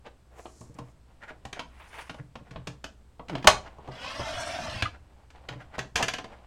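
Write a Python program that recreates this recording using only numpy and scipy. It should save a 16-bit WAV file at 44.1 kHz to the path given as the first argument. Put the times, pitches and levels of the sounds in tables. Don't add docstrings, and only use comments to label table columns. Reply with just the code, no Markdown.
import sys
import numpy as np
from scipy import signal
from scipy.fft import rfft, irfft, next_fast_len
from scipy.io import wavfile
from scipy.ndimage import uniform_filter1d, map_coordinates

SR = 44100
rng = np.random.default_rng(int(sys.argv[2]) if len(sys.argv) > 2 else 0)


def to_wav(sig):
    pcm = np.clip(np.atleast_2d(sig), -1, 1) * 32767
    pcm = np.round(pcm).astype(np.int16)
    wavfile.write(sys.argv[1], SR, pcm.T)


N = 284974

# pitch_hz, relative level_db, t60_s
SHUT_MODES = [(442, -19, 0.079), (627.6, 6.5, 0.11), (737, -4.5, 0.19), (822, -2, 0.11), (913.4, -2, 0.14),
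              (975, 3, 0.12), (1111.6, 5.5, 0.13), (1278, -3.5, 0.045), (1434, -8, 0.08), (1760, -12, 0.12),
              (2220, -8.5, 0.15), (2520, -5, 0.22), (2770, -6, .11), (2830, -6.5, .1), (3340, -5, 0.077),
              (4130, -7, 0.21), (5110, -10.5, 0.13), (6200, -18.5, 0.093)]
# pitch_hz, relative level_db (per Hz)
SKIN_COLOUR = [(150, -7), (400, -3), (750, 4), (1100, -2.5), (1700, -10.5), (3000, -13.5), (8000, -36),
               (14000, -54)]


def amp(db):
    return 10 ** (np.asarray(db) / 20)


def unit(x):
    return x / np.sqrt(np.mean(x ** 2) + 1e-20)


def along(points, hz):
    f, v = np.transpose(points)
    return np.interp(np.log(hz + 1), np.log(f), v)


def clock(size):
    return np.arange(size) / SR


def gains(rows):
    s, *columns = np.transpose(rows)
    times = np.r_[s[0] - .02, s, s[-1] + .02]
    return [amp(np.interp(clock(N), times, np.r_[-120, db, -120])) for db in columns]


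def swell(s, half_length):
    return np.exp(-np.abs((clock(N) - s) / half_length) ** 1.6)


def held(start, end, fade):
    t = clock(N)
    return np.clip(1 + np.minimum(t - start, end - t) / fade, 0, 1)


def wobble(rate):
    knots = rng.standard_normal(int(N * rate / SR) + 4)
    return map_coordinates(knots, [clock(N) * rate])


def filtered(x, response):
    m = next_fast_len(len(x) + 8192)
    hz = np.fft.rfftfreq(m, 1 / SR)
    return irfft(rfft(x, m) * response(hz), m)[:len(x)]


def coloured(x, spectrum):
    return unit(filtered(x, lambda hz: amp(along(spectrum, hz))))


def causal(x, spectrum, size=4096):
    cepstrum = irfft(np.log(amp(along(spectrum, np.fft.rfftfreq(size, 1 / SR)))))
    cepstrum[1:size // 2] *= 2
    cepstrum[size // 2 + 1:] = 0
    impulse = irfft(np.exp(rfft(cepstrum)))
    return signal.fftconvolve(x, impulse)[:len(x)]


def add(track, s, x):
    part = track[max(round(s * SR), 0):][:len(x)]
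    part += x[:len(part)]


def in_room(x, wet_db):
    # pitch_hz, t60_s
    room_decay = [(100, 0.55), (700, 0.27), (2500, 0.21), (7000, 0.25), (14000, 0.15)]
    hz, t, z = signal.stft(rng.standard_normal(SR // 2), SR, nperseg=256)
    decay = amp(-60 * t / along(room_decay, hz)[:, None])
    tail = signal.istft(z * decay, SR, nperseg=256)[1]
    tail = tail * (1 - np.exp(-clock(len(tail)) / 0.0028))
    wet = signal.fftconvolve(x, tail / np.linalg.norm(tail))[:len(x)]
    return x + amp(wet_db) * wet


def ring(modes, attack):
    t = clock(SR // 2)
    x = np.zeros(len(t))
    for hz, db, t60 in modes:
        decay = amp(db + rng.normal(0, 0.92) - 60 * t / t60)
        x += decay * np.sin(2 * np.pi * (hz * t + rng.random()))
    x = x * (1 - np.exp(-t / attack))
    return x / np.abs(x).max()


def knocks(rows, modes, attack, gain_db, wet_db):
    out = np.zeros(N)
    for s, db in rows:
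        add(out, s, amp(db + gain_db) * in_room(ring(modes, attack), wet_db))
    return out


def contact(levels_db, rattle, modes, ring_db, rise, crack_db, wet_db):
    # pitch_hz, relative level_db (per Hz)
    chatter_colour = [(40, -5), (110, -4.5), (300, -2.5), (450, -6), (640, -2), (1100, -5.5), (1500, -1.5),
                      (2000, -4), (3200, -4), (4000, -11), (6500, -12.5), (8500, -24), (12000, -34),
                      (15500, -45.5)]
    crack_colour = [(600, -9.5), (2200, 3), (3300, -1), (5000, -6.5), (8500, -13.5), (12000, -26.5),
                    (15000, -36.5)]
    t = clock(SR // 2)
    grip = (1 - np.exp(-t / rise)) * amp(-60 * t / rattle)
    chatter = causal(rng.standard_normal(len(t)) * grip, chatter_colour)
    burst = np.exp(-((t - .0035) / .002) ** 2)
    crack = causal(rng.standard_normal(len(t)) * burst, crack_colour)
    dry = chatter / np.abs(chatter).max() + amp(crack_db) * crack / np.abs(crack).max()
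    x = in_room(dry + amp(ring_db) * ring(modes, attack=0.003), wet_db)
    registers = [(80, 350), (400, 1300), (1300, 5000), (5000, 15000)]
    attack = slice(round(.009 * SR))
    balance = []
    for (lo, hi), db in zip(registers, levels_db):
        part = filtered(x, lambda hz: (hz > lo) & (hz < hi))
        lift = db - 10 * np.log10(np.mean(part[attack] ** 2))
        balance += [(lo * 1.2, lift), (hi / 1.2, lift)]
    return causal(x, balance)


def friction(spectrum, grain_db, flutter_db):
    unevenness = amp(grain_db * wobble(1500) + flutter_db * wobble(45))
    return coloured(rng.standard_normal(N) * unevenness, spectrum)


def patches(x, depth_db):
    z = signal.stft(x, nperseg=1024)[2]
    field = uniform_filter1d(rng.standard_normal(z.shape), size=4, axis=0)
    field = uniform_filter1d(field, size=7, axis=1)
    return signal.istft(z * amp(depth_db * unit(field)), nperseg=1024)[1][:N]


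def room_tone():
    # pitch_hz, level_db (rms)
    hum_tones = [(60, -63), (120, -69), (5001, -95), (8000, -94), (8995, -98)]
    # pitch_hz, relative level_db (per Hz)
    tone_colour = [(20, -7), (35, -14.5), (50, -9), (64, 1), (95, -15), (200, -21), (400, -26), (1300, -34),
                   (2300, -40), (4500, -43.5), (6500, -47.5), (8000, -44), (10000, -52.5), (15500, -59)]
    hum = np.zeros(N)
    for hz, db in hum_tones:
        hum += amp(db) * np.sqrt(2) * np.sin(2 * np.pi * (hz * clock(N) + rng.random()))
    return amp(-55.5) * coloured(rng.standard_normal(N), tone_colour) + hum


def desk_jolts():
    # start_s, relative level_db
    jolts = [(3.472, -24), (3.527, -41.5), (4.82, -24), (5.952, -33.5)]
    # pitch_hz, relative level_db, t60_s
    desk_modes = [(64, 0, .13), (84, -1, .11), (112, -3, .09)]
    return knocks(jolts, desk_modes, attack=0.0053, gain_db=1.0, wet_db=-11)


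def board_pushes():
    # start_s, relative level_db
    pushes = [(0.607, -35.5), (0.697, -37), (0.753, -40), (0.79, -33), (1.452, -35), (2.101, -33),
              (2.193, -28.5), (2.409, -37), (2.511, -34.5), (2.573, -34), (2.676, -30.5), (3.882, -31),
              (4.199, -31.5), (5.506, -31), (5.556, -33.5), (5.789, -31.5), (6.027, -22.5)]
    # pitch_hz, relative level_db, t60_s
    board_modes = [(124, 1.5, 0.21), (134.5, 1.5, 0.14), (170.5, -3.5, 0.16), (234, -1, 0.025),
                   (294.8, -7.5, 0.18), (392, -20, 0.16), (470, -5.5, 0.11), (567, -11, 0.074)]
    return knocks(pushes, board_modes, attack=0.0031, gain_db=-4.0, wet_db=-13.0)


def brushes():
    # start_s, end_s, relative level_db
    rubs = [(1.085, 1.44, -62), (2.47, 2.666, -57), (3.635, 3.897, -50), (4.897, 5.248, -62.5),
            (5.36, 5.779, -55), (6.279, 6.44, -52)]
    # start_s, relative rasp_db, relative body_db
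    scuffs = [(0.065, -48, -37), (1.233, -34.5, -44.5), (1.289, -32.5, -48), (1.571, -37, -39.5),
              (2.19, -45.5, -47.5), (2.473, -53, -66), (3.33, -43, -39.5), (3.665, -46.5, -44),
              (4.946, -45.5, -50), (5.527, -43, -39.5), (5.61, -41, -42), (5.749, -37.5, -41),
              (6.33, -49.5, -48.5)]
    # pitch_hz, relative level_db (per Hz)
    rasp_colour = [(800, -28), (1400, 5), (1900, 4.5), (2800, -7.5), (4000, -22.5), (7000, -25.5),
                   (14000, -44)]
    body = sum(amp(db - 6.5) * held(start, end, fade=.03) for start, end, db in rubs)
    body = body * amp(5.5 * np.tanh(wobble(26)))
    rasp = amp(-17) * body
    for s, rasp_db, body_db in scuffs:
        scuff = swell(s + .004, half_length=0.015)
        body = body + amp(body_db - 5.5) * scuff
        rasp = rasp + amp(rasp_db - 9.5) * scuff
    rub = body * friction(SKIN_COLOUR, grain_db=4, flutter_db=1.5)
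    rub += rasp * friction(rasp_colour, grain_db=4.5, flutter_db=1.5)
    return in_room(rub, wet_db=-9.5)


def clicks():
    # start_s, relative click_db, knock_db of the body, relative bright tick_db
    click_rows = [(0.4545, -41.5, -42, -82), (0.611, -54, -49, -66), (0.7857, -41.5, -40, -56.5),
                  (1.3022, -43.5, -45.5, -75), (1.4507, -34, -41, -51.5), (1.5274, -28, -45, -46),
                  (1.5926, -25.5, -38.5, -49), (2.0944, -29, -41.5, -54.5), (2.1425, -43.5, -45.5, -65),
                  (2.3539, -36, -41.5, -60), (2.508, -40.5, -56, -62), (2.558, -37, -40, -74),
                  (2.6708, -28, -39.5, -44.5), (2.8406, -27.5, -41.5, -45.5), (3.194, -43.5, -41, -85),
                  (3.2828, -37.5, -53, -59), (3.2943, -31, -36.5, -54.5), (3.3512, -26, -32.5, -53),
                  (3.3797, -37.5, -49, -63), (3.4252, -36, -54, -61), (3.7832, -62, -47, -73),
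                  (3.8742, -44.5, -43, -68.5), (3.8855, -51.5, -37, -68.5), (4.1923, -50, -32.5, -62),
                  (4.8217, -13.5, -32.5, -40.5), (5.3021, -46, -61, -64.5), (5.4862, -26, -42.5, -51.5),
                  (5.7805, -35, -33.5, -51), (5.7889, -20.5, -39.5, -41)]
    rattle_s, thud_db = 0.051, -6
    out = np.zeros(N)
    for s, click_db, knock_db, tick_db in click_rows:
        levels = [knock_db + thud_db, knock_db, click_db - 10.5, tick_db - 1.0]
        click = contact(levels, rattle_s, SHUT_MODES, ring_db=-19.5, rise=0.0024, crack_db=-1.5, wet_db=-7.5)
        add(out, s, click)
    return out


def paper():
    # time_s, relative scrape_db, relative hiss_db
    slide = [(0.28, -72, -107), (0.39, -44.5, -63), (0.536, -71, -65), (0.63, -68, -62.5),
             (0.776, -58, -82), (0.92, -57, -75)]
    # pitch_hz, relative level_db (per Hz)
    scrape_colour = [(200, -21), (400, 1), (650, 2.5), (900, 0), (1300, -7), (2200, -10.5), (3500, -20),
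                     (6000, -33)]
    hiss_colour = [(2500, -30), (4200, -2), (6000, 4), (7400, 5), (9500, -2.5), (11500, -10),
                   (15000, -28.5)]
    # start_s, level_db
    flicks = [(0.608, -52), (0.742, -59), (0.786, -56)]
    scrape, hiss = gains(slide)
    out = amp(-3.5) * scrape * friction(scrape_colour, grain_db=2.5, flutter_db=3.0)
    out += amp(0.5) * hiss * friction(hiss_colour, grain_db=2.5, flutter_db=0.0)
    t = clock(SR // 4)
    flick_t60_s = 0.047
    for s, db in flicks:
        add(out, s, amp(db - 60 * t / flick_t60_s) * coloured(rng.standard_normal(len(t)), hiss_colour))
    return out


def carriage():
    # time_s, relative level_db
    scrape_rows = [(1.7, -64), (1.794, -57.5), (1.802, -48), (1.898, -59), (1.942, -44.5), (1.974, -48),
                   (1.992, -37.5), (2.062, -56.5), (2.085, -52)]
    # pitch_hz, relative level_db (per Hz)
    scrape_colour = [(200, -20), (400, -8), (650, -2), (950, 0.5), (1300, -3.5), (1800, -2.5), (2700, -5.5),
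                     (3600, -14), (6000, -32.5)]
    hiss_colour = [(3000, -19), (4500, 0), (6200, 0), (7500, -3.5), (9500, 0), (11000, -7), (12500, -19),
                   (15000, -31)]
    fastest_s, swell_s, hiss_db = 1.984, 0.155, -60
    scrape, = gains(scrape_rows)
    body = amp(-0.5) * scrape * friction(scrape_colour, grain_db=2.0, flutter_db=-0.4)
    hiss = amp(hiss_db) * swell(fastest_s, swell_s)
    return body + hiss * friction(hiss_colour, grain_db=-1.0, flutter_db=4.0)


def hinge(body_hz=288, width_hz=24, body_db=13):
    # time_s, slips_per_s, relative level_db
    groan_rows = [(3.285, 217, -49.5), (3.299, 220, -43.5), (3.335, 151, -35), (3.36, 120, -40.5),
                  (3.395, 140, -45.5), (3.425, 113, -47)]
    s, rate, db = np.transpose(groan_rows)
    slip_rate = np.interp(clock(N), s, rate) * (1 + 0.033 * wobble(120))
    turns = np.cumsum(slip_rate) / SR
    slips = np.diff(np.floor(turns), prepend=0)
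    colour = [(60, -36.5), (115, 3.5), (190, -2.0), (250, -10.5), (400, -7.0), (700, -26.5),
              (1500, -23.0), (5000, -61.5)]
    groan = coloured(slips, colour) * gains(np.c_[s, db])[0]

    def resonance(f):
        damping = 1j * f * width_hz
        return 1 + amp(body_db) * damping / (body_hz ** 2 - f * f + damping)

    return amp(-0.5) * in_room(filtered(groan, resonance), wet_db=-13.5)


def slap(overload_db=-14, overload_t60=.01):
    # start_s, relative click_db, thud_db, knock_db and tick_db, rattle t60_s
    landings = [(3.4436, -27, -30, -31, -49, 0.09), (3.4712, 1.5, -27, -9.5, -16, 0.079)]
    out = np.zeros(N)
    for s, click_db, thud_db, knock_db, tick_db, rattle in landings:
        levels = [thud_db - 1.5, knock_db - .5, click_db - 10.5, tick_db - .5]
        blow = contact(levels, rattle, SHUT_MODES, ring_db=-10.5, rise=0.00066, crack_db=0.5, wet_db=-10.0)
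        add(out, s, blow)
    t = clock(SR // 10)
    burst = rng.standard_normal(len(t)) * amp(-60 * t / overload_t60)
    overload = causal(burst, [(3000, -15.0), (13000, -8.5), (14500, -3.0)])
    add(out, landings[-1][0] + 0.0043, amp(landings[-1][1] + overload_db) * overload)
    return out


def bounces():
    hits = [5.9563, 6.0258, 6.0817, 6.136, 6.1835, 6.2419]
    # level_db at the first, share of the loss (a ratio)
    bounce_registers = [(-43, 0.093), (-32.5, 0.35), (-23.5, 0.74), (-30.5, 0.99)]
    # pitch_hz, relative level_db, t60_s
    open_modes = [(459, -8, 0.16), (662, -6, 0.14), (743.4, 0.5, 0.11), (1034, 3, 0.071),
                  (1610, -1.5, 0.065), (1716, 0.5, 0.072), (2800, -9.5, 0.027), (2940, -1, 0.047),
                  (3760, -10, 0.05), (4660, 5.5, 0.029), (5940, -14, 0.096), (6360, -20, .1)]
    loss_db = 1.21
    landing_rattle_s, bounce_rattle_s = .165, 0.077
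    shudder = amp(-28.5) * swell(hits[0] + 0.051, half_length=.021)
    shudder = shudder * friction(SKIN_COLOUR, grain_db=5.5, flutter_db=-2.0)
    out = in_room(shudder, wet_db=-8.5)
    for k, s in enumerate(hits):
        levels = [db - share * loss_db * k ** 2 for db, share in bounce_registers]
        rattle = bounce_rattle_s if k else landing_rattle_s
        blow = contact(levels, rattle, open_modes, ring_db=-5.0, rise=0.00041, crack_db=-3.0, wet_db=-8.5)
        add(out, s, blow)
    return out


def carriage_recoil():
    # start_s, relative level_db
    recoil = [(4.8541, -19)]
    # pitch_hz, relative level_db, t60_s
    carriage_modes = [(1215, 0, .07), (1290, -3, .06), (1400, -8, .05), (2020, -10, .06), (2920, -11, .05),
                      (4300, -19, .03)]
    return knocks(recoil, carriage_modes, attack=0.0011, gain_db=-2.5, wet_db=-38)


def cut(echo=0.39, count=5):
    # relative slow_db at slow speed, gained_db at full speed
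    cut_layers = [(-43.5, 5), (-42, 0.5), (-57, 9)]
    # pitch_hz, relative level_db (per Hz)
    scrape_colour = [(50, -15), (90, -0.5), (195, -9), (240, -9.5), (295, -8), (390, -15.5), (520, -2.5),
                     (650, 2.5), (850, -1.5), (1240, -3.5), (1600, -5.5), (2100, -9), (4000, -52)]
    rasp_colour = [(1200, -21.5), (1800, -3), (2250, -10.5), (2500, -1.5), (2800, -3), (3270, -1.5),
                   (3650, -7.5), (5200, -9), (6500, -26), (9000, -42.5)]
    hiss_colour = [(3500, -21), (5500, 3.5), (7000, 0.5), (8200, -4.5), (9100, -4), (10000, -11),
                   (11600, -17.5), (13000, -29), (15000, -32.5)]
    rumble_colour = [(40, -22.5), (90, 1.5), (280, -5.5), (600, -33), (2000, -80)]
    start_s, end_s, bite_s, bite_db = 3.917, 4.812, .16, 15
    fastest_s, swell_s = 4.44, .2
    pass_s, sweep_s_per_s2 = 4.45, .0042
    rumble_db, rumble_rise_db_per_s = -42.5, 39

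    t = clock(N)
    depth = np.clip((t - start_s) / bite_s, 0, 1)
    speed = swell(fastest_s, swell_s)
    cutting = held(start_s, end_s, fade=0.0099)
    scrape, rasp, hiss = [cutting * amp(db + gained * speed) for db, gained in cut_layers]
    shallow_db = bite_db * (depth - 1)
    x = amp(-0.74 + 0.47 * shallow_db) * scrape * friction(scrape_colour, grain_db=3.0, flutter_db=0.86)
    x += amp(-2.5 + shallow_db) * rasp * friction(rasp_colour, grain_db=3.0, flutter_db=1.0)
    x += amp(-1.5 + .8 * shallow_db) * hiss * friction(hiss_colour, grain_db=2.0, flutter_db=1.8)

    detour = sweep_s_per_s2 * (t - pass_s) ** 2
    heard = x.copy()
    for delay, share in rng.uniform([.001, .4], [.006, 1.6], (count, 2)):
        heard += echo * map_coordinates(x, [(t - delay - share * detour) * SR], order=3)

    rumble = cutting * amp(rumble_db + rumble_rise_db_per_s * (t - end_s))
    heard += rumble * friction(rumble_colour, grain_db=3.5, flutter_db=-0.5)
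    return patches(heard, depth_db=2.5)


def scene():
    sliding = brushes() + paper() + carriage() + hinge() + cut()
    blows = desk_jolts() + board_pushes() + clicks() + slap() + bounces() + carriage_recoil()
    return (room_tone() + sliding + blows)[None]


def record(dry):
    top_hz = 16100
    rounded = dry[0] / (1 + np.abs(dry[0] / .9) ** 6) ** (1 / 6)
    return filtered(rounded, lambda hz: hz < top_hz)[None]


dry = scene()
out = record(dry)
to_wav(out)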